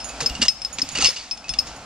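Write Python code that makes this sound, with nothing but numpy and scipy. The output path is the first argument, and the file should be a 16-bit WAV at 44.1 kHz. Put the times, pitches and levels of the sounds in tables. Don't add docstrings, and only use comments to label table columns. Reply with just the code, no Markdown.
import sys
import numpy as np
from scipy import signal
from scipy.fft import rfft, irfft
from scipy.io import wavfile
from scipy.ndimage import uniform_filter1d

SR = 44100
rng = np.random.default_rng(int(sys.argv[2]) if len(sys.argv) > 2 else 0)


def store_wav(level_fs):
    pcm = np.round(np.clip(np.atleast_2d(level_fs), -1, 1) * 32767)
    wavfile.write(sys.argv[1], SR, pcm.T.astype(np.int16))


N = 81585
T = np.arange(N) / SR


def clinks():
    steel = { "link": [(2566, -30.5, 0.15), (5173, 2.5, 0.055), (8770, -27.5, 0.11), (12000, -41, 0.21)],
             "hook": [(2524, -23, 0.14), (5288, 0.5, 0.083), (9150, -24.5, 0.24), (10500, -40.5, .13),
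             (12600, -47, 0.18)], "ring": [(3670, -19, 0.11), (6700, 8, 0.12), (7004, 1, 0.21),
             (9555, -4, 0.19), (10630, -10.5, 0.13), (12580, -19, 0.27), (14500, -26, 0.16)],
             "shackle": [(2824, 2, 0.11), (2976, -7, 0.11), (3480, -8, 0.071), (4594, 7.5, 0.03),
             (7970, -13, 0.12)], "pin": [(2570, -0.5, 0.18), (4600, -14, 0.052)],
             "buckle": [(8400, -5.5, 0.058)]}
    # t/s, part, ring level/dB, build-up/s, ring stretch, tick level/dB
    strikes = [ (.001, "hook", -30, 0.0018, 1.95, -34), (.042, "ring", -37, 0.0023, 1.13, -30.5),
               (.086, "ring", -37, .004, 0.54, -53), (0.091, "pin", -34.5, 0.0033, 0.91, -32),
               (0.206, "ring", -35.5, .002, 0.72, -23.5), (0.259, "link", -7, 0.004, 0.97, -23),
               (0.295, "shackle", -31, 0.005, 0.84, -27.5), (0.351, "shackle", -29.5, 0.0023, 0.75, -27),
               (.415, "shackle", -17.5, 0.0043, 1.26, -16), (0.425, "link", -8.5, 0.0039, 0.65, -16),
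               (0.4824, "link", -6, 0.00089, 1.13, -8.5), (0.6178, "hook", -22, 0.00045, 0.67, -26),
               (0.648, "link", -15.5, 0.00063, 0.9, -21.5), (0.727, "ring", -35.5, 0.0017, 0.67, -57),
               (0.8162, "link", -6, 0.004, 0.59, -26.5), (.889, "ring", -34, 0.0012, 0.19, -23),
               (0.915, "ring", -41, 0.0026, 0.9, -42), (0.951, "shackle", -22.5, 0.0057, 0.99, -37),
               (0.9736, "shackle", -25, 0.00067, 0.4, -27), (0.9852, "pin", -20, 0.0015, .4, -18.5),
               (1.015, "buckle", -21, 0.00091, 1.3, -19), (1.0234, "shackle", -23, .002, 0.72, -17),
               (1.038, "link", -10, .002, 0.39, -20), (1.0445, "shackle", -14.5, 0.0019, 0.43, -9),
               (1.058, "link", -7.5, 0.0012, 0.7, -11.5), (1.068, "hook", -9, 0.0015, 0.75, -12),
               (1.087, "link", -12, 0.0024, 0.54, -35), (1.102, "link", -19, 0.0026, .6, -39),
               (1.162, "shackle", -27.5, 0.0038, 0.52, -45), (1.311, "hook", -17, 0.00027, 1.03, -25),
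               (1.371, "hook", -35, 0.0057, 1.1, -34), (1.442, "pin", -35, .001, 1.04, -36),
               (1.4923, "hook", -16.5, 0.00025, 0.92, -19), (1.537, "shackle", -46, 0.0036, 0.46, -26),
               (1.5867, "link", -6, 0.003, 0.85, -26.5), (1.666, "ring", -46.5, .004, 0.65, -52),
               (1.761, "ring", -48.5, 0.0025, 0.45, -54)]
    # f/Hz, level/dB
    tick_eq = [(500, -36), (1800, -4), (4800, 5.5), (7000, 3), (11000, -21.5), (15500, -67)]
    # f/Hz, level/dB
    buzz_eq = [(3000, -32), (4100, -27), (4600, 5.5), (5700, -13), (6300, 0.5), (7200, -27), (11000, -67)]
    tick_fade_s = 0.0012
    jolt_db, jolt_fade_s = -8.5, 0.0061
    buzz_db, buzz_fade_s = -16, 0.011
    rings = np.zeros(N + SR)
    contact, jolt, chatter = np.zeros((3, N))
    for start, part, ring_db, build, stretch, tick_db in strikes:
        tone = ring(steel[part], stretch, spread_db=2.5)
        at = round(start * SR)
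        rings[at:at + len(tone)] += amp(ring_db) * tone * np.minimum(T[:len(tone)] / build, 1)
        contact += amp(tick_db) * burst(start, build, tick_fade_s)
        jolt += amp(tick_db + jolt_db) * burst(start, build, jolt_fade_s)
        chatter += amp(ring_db + buzz_db) * burst(start, build, buzz_fade_s * stretch)
    ticks = colour(contact * rng.standard_normal(N), tick_eq)
    buzz = colour(chatter * rng.standard_normal(N), buzz_eq)
    return rings[:N] + ticks + buzz + shaken_chain(jolt)


def ring(modes, stretch=1, spread_db=0):
    beat_depth, max_beat_hz, choke, attack_s = 0.4, 60, 1.15, 0.00025
    t = T[:SR // 2]
    top_db = max(db for _, db, _ in modes)
    out = np.zeros(len(t))
    for hz, db, t60 in modes:
        strike_point, split, phase = rng.standard_normal(), rng.random(), rng.random()
        beating = 1 + beat_depth * np.cos(2 * np.pi * (max_beat_hz * split * t + phase))
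        shimmer = amp(spread_db * strike_point) * beating if db < top_db else 1
        fall_db = -60 * (t / (t60 * stretch)) ** choke
        out += amp(db + fall_db) * shimmer * np.sin(2 * np.pi * hz * t)
    return out * (1 - np.exp(-(t / attack_s) ** 2))


def rattles():
    # t/s, swell/s, fade/s, ringing level/dB, clatter level/dB
    runs = [ (0.203, 0.0017, 0.028, -27.5, -25.5), (0.411, 0.012, 0.014, -40, -19.5),
            (0.448, 0.0038, 0.01, -30.5, -24), (0.783, 0.003, 0.018, -32.5, -25.5),
            (0.949, 0.0037, 0.084, -54, -26.5), (1.004, 0.0013, 0.03, -27, -24),
            (1.042, 0.0083, 0.014, -19.5, -23), (1.085, 0.0025, 0.036, -37, -36.5),
            (1.158, 0.004, 0.062, -33.5, -41.5), (1.481, 0.0024, 0.012, -36, -38),
            (1.536, 0.001, 0.0035, -23, -29.5), (1.669, 0.0018, 0.026, -39.5, -37.5)]
    # f/Hz, level/dB
    clatter_eq = [(150, -4.5), (600, -2.5), (2500, 0), (4800, 2), (6500, 3.5), (8500, -12.5),
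                  (11000, -25.5), (15500, -50)]
    ringing = sum(amp(db) * burst(start, swell, fade) for start, swell, fade, db, _ in runs)
    knocking = sum(amp(db) * burst(start, swell, fade) for start, swell, fade, _, db in runs)
    return shaken_chain(ringing) + colour(knocking * knocks(), clatter_eq)


def shaken_chain(strength):
    # f/Hz, relative level/dB, t60/s
    modes = [(2257, -10, 0.064), (2535, -8, 0.062), (2784, 1.5, 0.03), (3027, -12.5, 0.077),
             (3260, -14, 0.013), (3493, -7.5, 0.1), (3920, -6, 0.055), (4590, -0.5, 0.029),
             (4506, 5.5, 0.02), (4990, 0, 0.069), (6217, -1.5, 0.042), (7800, -10.5, 0.031)]
    tones = np.array([ring([mode]) for mode in modes])
    jingle = np.zeros(N)
    for tone in tones:
        hits = strength * crackle(per_s=700, spread_db=4.5)
        jingle += signal.fftconvolve(hits, tone)[:N]
    return jingle / np.linalg.norm(tones)


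def knocks():
    pitch_count, top_hz, swell_s = 40, 15800, 0.0006
    t = T[:SR // 20]
    envelope = t / swell_s * np.exp(-t / swell_s)
    pitches = (np.arange(pitch_count) + rng.random(pitch_count)) * top_hz / pitch_count
    clatter = np.zeros(N)
    for hz in pitches:
        pip = envelope * np.sin(2 * np.pi * hz * t)
        clatter += signal.oaconvolve(crackle(per_s=160, spread_db=2.5), pip)[:N]
    return unit(clatter)


def thuds():
    # t/s, fade/s, f/Hz, level/dB
    impacts = [(0.033, .06, 57.7, -36.5), (0.207, .025, 55.6, -33), (0.208, .015, 675, -34),
               (0.22, 0.026, 136, -31.5), (0.224, 0.033, 459.6, -31), (0.306, 0.037, 55, -28.5),
               (0.397, 0.011, 219.3, -25.5), (0.417, 0.013, 231, -25), (0.796, 0.014, 252, -37),
               (0.828, 0.012, 288, -28.5), (0.988, 0.012, 273, -25), (0.989, .01, 442, -30.5),
               (1.026, 0.007, 786, -25), (1.016, 0.0095, 1310, -22), (1.084, 0.0085, 537, -30),
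               (1.494, 0.025, 145, -35), (1.508, 0.039, 54, -33)]
    # f/Hz, level/dB
    earth_eq = [(50, -10), (130, 1.5), (250, 8), (600, -19.5), (5000, -63)]
    wander_cycles, earth_db = 0.3, -12
    out = np.zeros(N)
    for start, fade, hz, db in impacts:
        wander = unit(uniform_filter1d(rng.standard_normal(N), size=150))
        pitch_hz = hz + wander_cycles / fade * wander
        cycles = np.cumsum(pitch_hz * (T > start)) / SR
        earth = amp(earth_db) * colour(rng.standard_normal(N), earth_eq)
        out += amp(db) * burst(start, rise=0.0027, fade=fade) * (np.sin(2 * np.pi * cycles) + earth)
    return out


def log_drag():
    # t/s, rumble level/dB, scrape level/dB, leaf level/dB
    faders = [(0, -48.5, -41.5, -38.5), (.2, -43, -39.5, -35), (.4, -41.5, -40.5, -35),
              (.55, -52.5, -50.5, -42), (.7, -49.5, -45.5, -41), (.88, -45, -45, -34),
              (1.05, -38, -43, -30.5), (1.13, -57, -52, -36.5), (1.42, -51.5, -47, -45),
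              (1.52, -50, -44.5, -40.5), (1.69, -45, -42, -38), (1.85, -48, -42.5, -41.5)]
    # f/Hz, level/dB
    rumble_eq = [(15, -13), (32, -13), (52, 2), (75, -6.5), (100, -10), (250, -10), (360, -22.5),
                 (900, -59)]
    # f/Hz, level/dB
    scrape_eq = [(100, -29), (250, 0), (380, -9.5), (520, -3.5), (760, 3), (1050, -5), (1350, -2.5),
                 (1800, -11.5), (8000, -47)]
    # f/Hz, level/dB
    leaf_eq = [(600, -11), (1600, -4), (2600, 2.5), (3600, -2), (5000, 1), (6800, -2.5), (9000, -11),
               (11500, -27), (15500, -41)]
    times, *levels = np.transpose(faders)
    rumble_gain, scrape_gain, leaf_gain = (amp(np.interp(T, times, db)) for db in levels)
    rumble = rumble_gain * unit(colour(rng.standard_normal(N), rumble_eq))
    scrape = scrape_gain * unit(colour(crackle(per_s=9000, spread_db=1.02), scrape_eq))
    centre, *sides = (unit(colour(crackle(per_s=9200, spread_db=1.5), leaf_eq)) for _ in range(3))
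    rustle = leaf_gain * (0.5 * centre + 0.3 * np.array(sides))
    return rumble + scrape + rustle


def woodland(x):
    # f/Hz, t60/s
    decay = [(2000, 0.043), (5000, 0.46), (12000, 0.27)]
    tail_db, near_db, near_fade_s = -19, -10, 0.004
    hz, t, spectrum = signal.stft(rng.standard_normal((2, SR // 2)), SR, nperseg=256)
    fall_db = -60 * t / curve_at(decay, hz)[:, None]
    tail = signal.istft(spectrum * amp(fall_db), SR)[1]
    near = rng.standard_normal(tail.shape) * np.exp(-T[:tail.shape[1]] / near_fade_s)
    near = np.diff(near, 2, prepend=np.zeros((2, 2)))
    echo = amp(tail_db) * tail / np.linalg.norm(tail[0]) + amp(near_db) * near / np.linalg.norm(near[0])
    return x + signal.fftconvolve(x[None], echo, axes=1)[:, :N]


def amp(db):
    return 10 ** (np.asarray(db) / 20)


def unit(x):
    return x / np.sqrt(np.mean(x ** 2) + 1e-20)


def curve_at(points, hz):
    f, value = np.transpose(points)
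    return np.interp(np.log(hz + 1), np.log(f + 1), value)


def colour(x, eq):
    hz = abs(np.fft.fftfreq(8192, 1 / SR))
    log_gain = np.log(amp(curve_at(eq, hz)))
    response = np.exp(np.conj(signal.hilbert(log_gain)))
    taps = np.fft.ifft(response).real[:4096]
    return signal.fftconvolve(x, taps / np.linalg.norm(taps))[:N]


def crackle(per_s, spread_db):
    size = amp(spread_db * np.minimum(rng.exponential(1, N), 4))
    return unit(size * rng.choice([-1, 1], N) * (rng.random(N) < per_s / SR))


def burst(start, rise, fade):
    return np.clip((T - start) / rise, 0, 1) * np.exp(-np.maximum(T - start - rise, 0) / fade)


def scene():
    return woodland(clinks() + rattles()) + thuds() + log_drag()


def record(dry):
    # f/Hz, left minus right level/dB
    balance = [(1000, 0.5), (2700, -0.5), (4400, 0), (5200, 5.5), (6000, -1.5), (7000, -13), (15000, -9.5)]
    # f/Hz, left lead/rad
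    lead = [(300, 0), (1000, -0.26), (2800, -0.63), (4500, -0.79), (6200, -1.76), (8400, -1.26),
            (11000, 0.95)]
    knee, ceiling, cutoff_hz = 0.75, 0.98, 15800
    hz = np.fft.rfftfreq(2 * N, 1 / SR)
    left = amp(curve_at(balance, hz) / 2) * np.exp(0.5j * curve_at(lead, hz))
    ports = np.array([left, 1 / left]) / np.sqrt((abs(left) ** 2 + abs(left) ** -2) / 2)
    stereo = irfft(rfft(dry, 2 * N) * ports)[:, :N]
    clipped = np.clip(stereo, -knee, knee)
    rounded = clipped + (ceiling - knee) * np.tanh((stereo - clipped) / (ceiling - knee))
    lowpass = signal.firwin(511, cutoff_hz, window=("kaiser", 9), fs=SR)
    return signal.oaconvolve(rounded, lowpass[None], "same")


dry = scene()
out = record(dry)
store_wav(out)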